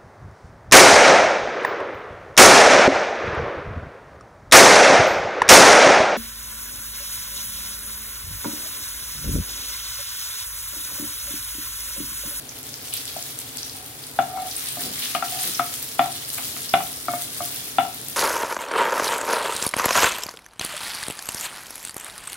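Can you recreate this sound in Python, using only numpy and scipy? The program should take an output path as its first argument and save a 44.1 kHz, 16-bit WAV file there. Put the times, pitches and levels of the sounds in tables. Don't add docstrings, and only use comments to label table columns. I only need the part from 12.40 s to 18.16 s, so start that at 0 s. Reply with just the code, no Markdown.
import sys
import numpy as np
from scipy import signal
from scipy.fft import rfft, irfft
from scipy.io import wavfile
from scipy.ndimage import uniform_filter1d

SR = 44100
rng = np.random.default_rng(int(sys.argv[2]) if len(sys.argv) > 2 else 0)


def unload_wav(signal):
    wavfile.write(
        sys.argv[1],
        SR,
        np.round(np.clip(np.atleast_2d(signal).T, -1, 1) * 32767).astype(np.int16),
    )


N = 254016
TIME = np.arange(N) / SR


def gain_of(db):
    return 10 ** (np.asarray(db) / 20)


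def evened(x):
    return x / np.sqrt(np.mean(x ** 2) + 1e-20)


def decay_of(t, t60):
    return np.exp(-np.log(1000) * t / t60)


def sides(left_db):
    return gain_of([[left_db / 2], [-left_db / 2]])


def read(points, hz):
    f, value = np.transpose(points)
    return np.interp(np.log(hz + 1), np.log(f + 1), value)


def add(mix, s, sound):
    part = mix[:, round(s * SR):][:, :sound.shape[1]]
    part += sound[:, :part.shape[1]]


def coloured(x, spectrum):
    count = x.shape[-1]
    filter_gain = gain_of(read(spectrum, np.fft.rfftfreq(count, 1 / SR)))
    return irfft(rfft(x) * filter_gain, count)


def band_noise(hz, octaves, count):
    f = np.fft.rfftfreq(count, 1 / SR) + 1
    bell = 1 / (1 + (np.log2(f / hz) / octaves) ** 2) ** 2
    return evened(irfft(rfft(rng.standard_normal((2, count))) * bell, count))


def stereo_noise(count):
    # frequency in Hz, left-right likeness from 0 to 1.
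    likeness = [(60, 0.87), (150, 1), (300, 0.9), (700, 0.17), (1500, 0), (5000, 0)]
    a, b = rfft(rng.standard_normal((2, count)))
    same = np.clip(read(likeness, np.fft.rfftfreq(count, 1 / SR)), -1, 1)
    return irfft(np.array([a, same * a + np.sqrt(1 - same ** 2) * b]), count)


def drift(per_s):
    lowpass = 1 / (1 + (np.fft.rfftfreq(N, 1 / SR) / per_s) ** 4)
    return evened(irfft(rfft(rng.standard_normal(N)) * lowpass, N))


def sizzle(hiss_db=-3, pings_db=-3, flicker_db=1.54, split_hz=5800):
    # frequency in Hz, relative level per Hz in dB.
    fizz_colour = [(300, -52), (1000, -6), (1800, -4.5), (2500, -4), (3400, 0), (4400, 0), (5800, -4),
                   (7400, -6), (8500, -5), (9400, -1.5), (10500, -3.5), (12500, -5), (15600, -5)]
    # frequency in Hz, left-right in dB.
    fizz_sides = [(60, 1.5), (99, 2.0), (160, 0.5), (270, 6), (450, 9), (740, -7), (1220, 11), (2010, 0.5),
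                  (3330, 3), (5500, -1.5), (9080, 2), (15000, 0)]
    fine, coarse = frying()
    pings = bubbles(per_s=4500, spread_db=4.2, cycles=2.02, clump_db=0.5)
    hiss = rng.standard_normal((2, N))
    source = coloured(gain_of(pings_db) * pings + gain_of(hiss_db) * hiss, fizz_colour)
    lean_db = read(fizz_sides, np.fft.rfftfreq(N, 1 / SR))
    source = irfft(rfft(source) * gain_of([lean_db / 2, -lean_db / 2]), N)
    low = signal.sosfiltfilt(signal.butter(3, split_hz, fs=SR, output="sos"), source)
    fizz = evened(source - low) * fine + evened(low) * coarse
    return fizz * gain_of(flicker_db * drift(29))


def bubbles(per_s, spread_db, cycles, clump_db, count=64):
    out, t = np.zeros((2, N)), np.arange(256) / SR
    for hz in np.geomspace(1500, 15500, count):
        events = round(per_s * N / SR / count)
        when, chance, sign = rng.random((events, 3)).T
        clump = np.interp(when, np.linspace(0, 1, 280), rng.standard_normal(280))
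        size = gain_of(spread_db * np.minimum(-np.log(1 - chance), 4.8) + clump_db * clump)
        bursts = np.bincount((when * N).astype(int), size * np.sign(sign - .5), N)
        phase = rng.random((2, 1))
        ping = np.exp(-t * hz / cycles) * np.sin(2 * np.pi * (hz * t + phase))
        out += np.sqrt(hz) * evened(signal.oaconvolve(bursts[None], ping, axes=1)[:, :N])
    return evened(out)


def frying(hold_s=0.015, fall_db_per_s=70, simmer_coarse_db=-43, coarse_follows=0.95):
    # time in seconds, level in dB.
    simmer = [(0, -42), (.5, -38.5), (.58, -35), (1.05, -38.5), (1.55, -40.5), (2.0, -39.5), (2.2, -33.5),
              (3.6, -35.5), (5.76, -37.5)]
    # start in seconds, peak in seconds, level in dB, coarse bubbling against fine fizz in dB.
    stirs = [(1.99, 2.263, -35.5, -8), (2.43, 2.69, -35.5, -3.5), (2.83, 3.03, -26.5, -7.5),
             (3.254, 3.36, -32.5, -15), (3.78, 4.087, -33, -11), (4.322, 4.448, -33.5, -20),
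             (4.69, 4.768, -33, -15), (4.92, 5.12, -32, -8.5)]
    simmer_db = np.interp(TIME, *np.transpose(simmer))
    fine = gain_of(simmer_db) ** 2
    coarse = gain_of(simmer_coarse_db + coarse_follows * (simmer_db - simmer_db.mean())) ** 2
    for start, peak, db, coarse_db in stirs:
        fall_db = fall_db_per_s * np.maximum(TIME - peak - hold_s, 0)
        rise = np.interp(TIME, [start, peak], [0, 1]) ** 1.24
        power = rise * gain_of(db - fall_db) ** 2
        fine = fine + power
        coarse = coarse + power * gain_of(coarse_db) ** 2
    return np.sqrt(fine), np.sqrt(coarse)


def spatter(pop_db=-1, spit_db=3):
    # time in seconds, peak in dB, pitch in Hz, decay time in seconds.
    loud_pops = [(.230, -21, 12100, 0.00067), (0.3411, -19, 5440, 0.00089), (.538, -13, 8700, .0015),
                 (.655, -17, 8000, 0.00036), (.8261, -17, 6170, 0.0011), (.9896, -13, 9000, .0006),
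                 (1.172, -18.5, 7500, .0007), (1.2307, -21, 5400, .0019), (1.2966, -23.5, 5000, 0.0026),
                 (1.6385, -25, 4900, .0025), (1.6677, -24, 8700, 0.0027), (2.1641, -17, 9600, 0.0057),
                 (2.2866, -19, 9100, 0.0049), (2.437, -21, 4050, 0.0023), (3.1474, -21.5, 5550, 0.0053),
                 (3.726, -21.5, 7040, 0.00079), (4.2923, -22, 5200, .0035), (5.685, -12.5, 10500, 0.00055)]
    # time in seconds, level in dB, pitch in Hz, decay time in seconds.
    steam_jets = [(0.525, -34.5, 3300, 0.017), (0.537, -28, 11000, 0.0053), (0.572, -35, 5000, 0.006),
                  (0.674, -35.5, 4080, 0.0094), (1.18, -34.5, 4560, 0.0084), (2.111, -35.5, 4300, 0.0065),
                  (2.268, -37, 3360, 0.018), (2.619, -31, 3400, 0.014)]
    out, t = np.zeros((2, N)), np.arange(SR // 5) / SR
    for s, db, hz, decay in loud_pops + small_pops():
        octaves = .55 * (.001 / decay) ** 0.53
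        pop = band_noise(hz, octaves, count=len(t)) * np.exp(-t / decay)
        add(out, s, gain_of(db + pop_db) * pop / abs(pop.mean(0)).max())
    for s, db, hz, decay in steam_jets:
        puff = np.sqrt(2 * np.e * t / decay) * np.exp(-t / decay)
        add(out, s, gain_of(db + spit_db) * puff * band_noise(hz, octaves=0.72, count=len(t)))
    return out


def small_pops(per_s=6):
    count = round(per_s * N / SR)
    when = rng.uniform(0, N / SR, count)
    peak_db = rng.uniform(-32.5, -24.5, count)
    hz = rng.uniform(2960, 9800, count)
    decay_s = rng.uniform(.0005, 0.0039, count)
    return list(zip(when, peak_db, hz, decay_s))


def knocks(rattle_t60=0.096, crack_db=3, crack_t60=0.0055, blade_left_db=6, blade_t60=0.042):
    # frequency in Hz, level in dB.
    clack_colour = [(50, -40), (130, -20), (200, -26), (270, -8.5), (420, -16), (530, -14), (680, 9.5),
                    (1000, -2.5), (1350, 1.5), (1700, -5), (2200, 1), (3500, -3.5), (4200, -11),
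                    (9000, -39)]
    out, t = np.zeros((2, N)), np.arange(SR // 2) / SR
    fade = gain_of(crack_db) * decay_of(t, crack_t60) + decay_of(t, rattle_t60)
    for s, db, place, hard_hz, blade_db, blade_hz in blows():
        rattle_db = -15 - 0.4186 * db + 4 * np.log2(hard_hz / 2500)
        noise = rng.standard_normal(len(t)) + stereo_noise(len(t))
        rattle = gain_of(rattle_db) * evened(coloured(noise, clack_colour)) * fade
        blade = gain_of(blade_db) * decay_of(t, blade_t60) * np.cos(2 * np.pi * blade_hz * t)
        blow = pan_ring(place) + rattle + blade * sides(blade_left_db)
        add(out, s, gain_of(db) * signal.lfilter(*signal.butter(2, hard_hz, fs=SR), blow))
    out = signal.lfilter(*signal.iirnotch(490, 3, fs=SR), out)
    return signal.lfilter(*signal.butter(2, 90, "high", fs=SR), out)


def blows(bounce_s=.066, bounce_db=-16.5, bounce_dulling=0.51, bounce_above_db=-7.5):
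    # time in seconds, level in dB, place from 0 pan floor to 1 pan wall,
    # hardness as a cut-off in Hz, ring of the blade in dB against the blow, pitch of the blade in Hz.
    struck = [(.7645, -27.5, .6, 750, 6, 662), (1.789, -7.5, 0.14, 2100, -13, 1396),
              (1.973, -23, 0.04, 1150, -14, 1380), (2.3694, -25.5, .95, 740, -14, 1290),
              (2.7496, -19, 0.65, 5100, 3, 1223), (2.8242, -18, 0.2, 2200, -1, 1355),
              (3.1951, -13.5, 0.59, 2700, 3, 1282), (3.5926, -3.5, 0.25, 2520, -13.5, 1250),
              (3.982, -35.5, 0.22, 6500, -13, 1280), (4.1653, -41.5, .86, 5000, 6, 1260),
              (4.3385, -5.5, 0.11, 3960, -10.5, 1394), (4.683, -14.5, 0.85, 1400, -1.5, 1313),
              (4.7355, -19, 0.93, 1340, -10, 1395), (5.0049, -20, 0.92, 1090, -3, 1150),
              (5.384, -5.5, 0.14, 2820, -11, 1375)]
    bounces = [(s + bounce_s, db + bounce_db, place, hard_hz * bounce_dulling, blade_db, blade_hz)
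               for s, db, place, hard_hz, blade_db, blade_hz in struck if db > bounce_above_db]
    return struck + bounces


def pan_ring(place, rise_cycles=1.0):
    # frequency in Hz, level in dB struck on the floor, level in dB struck on the wall,
    # time to fall by 60 dB in seconds, left-right in dB.
    pan_modes = [(132.4, -32, -18.5, 0.26, 0), (266.6, -18, -9, 0.083, -1.5), (326, -30, -17, 0.18, 0),
                 (640, -70, 3, 0.05, 5), (699, -32, -11, 0.088, -2), (707, -8, -3, 0.19, -1),
                 (768, -4.5, -22, 0.15, 3), (742.8, -2, -22, 0.098, 2.5), (910, -34, -50, 0.33, 18),
                 (1222, -24, -4.5, 0.086, 10), (1334, -14.5, -16, 0.047, 13), (1340, -27.5, -50, 0.32, 0),
                 (1350, -22, -53, 0.068, 24), (1816, -18.5, -7, 0.021, -8), (2187, -41, -6, 0.11, 7),
                 (2620, -48, -28, 0.04, -3), (2895, -30.5, -55, 0.17, 20), (2900, -19, -71, 0.091, -8),
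                 (3434, -17.5, -23, 0.042, -4), (3475, -11.5, -19, 0.053, -3)]
    t, ring = np.arange(SR // 2) / SR, 0
    for hz, floor_db, wall_db, t60, left_db in pan_modes:
        build_up = 1 - np.exp(-t * hz / rise_cycles)
        swing = build_up * decay_of(t, t60) * np.cos(2 * np.pi * hz * t)
        ring = ring + sides(left_db) * gain_of(floor_db + place * (wall_db - floor_db)) * swing
    return ring


def strokes(slips_per_s=1500, soft_hz=2600, sing_hz=745, waver=0.0279, sing_db=-1, slips_db=-6):
    # start, peak and end in seconds, rubbing of the pan in dB, dull shoving of the food in dB.
    slides = [(1.33, 1.354, 1.63, -51.5, -70), (1.8, 1.991, 2.097, -30.5, -64),
              (2.327, 2.463, 2.557, -47.5, -39.5), (2.872, 2.925, 3.07, -37, -53),
              (3.036, 3.06, 3.11, -63, -39), (3.917, 4.012, 4.3, -59, -48.5), (4.72, 4.86, 7.8, -63, -54)]
    slips = rng.standard_normal(N) * (rng.random(N) < slips_per_s / SR)
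    slips = signal.lfilter(*signal.butter(2, soft_hz, fs=SR), slips)
    rub = evened(signal.oaconvolve(slips[None], pan_ring(place=0.62), axes=1)[:, :N])
    rub /= np.sqrt(uniform_filter1d((rub ** 2).mean(0), size=2500) + 1e-6)
    sing_phase = 2 * np.pi * np.cumsum(sing_hz * (1 + waver * drift(100.0))) / SR
    sing = (1 + 0.27 * drift(56)) * np.sin(sing_phase)
    rub = gain_of(slips_db) * rub + gain_of(sing_db) * evened(sing)
    shove = evened(band_noise(225, octaves=1.3, count=N)[0])
    out = np.zeros((2, N))
    for start, peak, end, rub_db, shove_db in slides:
        press = np.interp(TIME, [start, peak], [0, 1]) ** 1.4
        lift = np.sqrt(np.interp(TIME, [peak, end], [1, 0]))
        out += press * lift * (gain_of(rub_db) * rub + gain_of(shove_db) * shove)
    return out


def stove(level_db=-45.0):
    # frequency in Hz, relative level per Hz in dB.
    rumble_colour = [(15, -44), (25, -23), (59, -8), (131, 1), (153, -3), (168, -15), (225, -9), (257, 0.5),
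                     (306, -6), (357, -9.5), (459, -3.5), (505, -10.5), (701, -7.5), (1090, -14),
                     (2500, -17), (3250, -42), (5500, -120)]
    return evened(coloured(stereo_noise(N), rumble_colour)) * gain_of(level_db)


def nearby(x):
    # left delay in seconds, left gain, right delay in seconds, right gain.
    reflections = [(.0052, 0.11, .0061, 0.093), (0.012, 0.041, 0.013, 0.033), (.0225, .16, .0262, .08)]
    out = x.copy()
    for left_s, left, right_s, right in reflections:
        add(out, left_s, x * [[left], [0]])
        add(out, right_s, x * [[0], [right]])
    return out


def kitchen(x, wet_db, delay_s=.009):
    # frequency in Hz, time to fall by 60 dB in seconds.
    tail_t60 = [(150, 0.79), (700, 0.3), (1500, 0.35), (4000, 0.38), (14000, 0.24)]
    taps = stereo_noise(SR // 2) * (np.arange(SR // 2) > delay_s * SR)
    hz, t, bands = signal.stft(taps, SR, nperseg=256)
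    tail = signal.istft(bands * decay_of(t, read(tail_t60, hz)[:, None]), SR)[1]
    tail /= np.linalg.norm(tail[0])
    return x + gain_of(wet_db) * signal.fftconvolve(x, tail, axes=1)[:, :N]


def scene():
    oil = kitchen(sizzle() + spatter(), wet_db=-4.5)
    spatula = kitchen(nearby(knocks() + strokes()), wet_db=-8.5)
    return oil + spatula + stove()


def record(dry, ceiling=.9, edge_hz=16000):
    rounded = dry / (1 + (dry / ceiling) ** 6) ** (1 / 6)
    lowpass = signal.firwin(511, edge_hz, window=("kaiser", 9), fs=SR)
    return signal.oaconvolve(rounded, lowpass[None], "same")


dry = scene()
out = record(dry)
unload_wav(out)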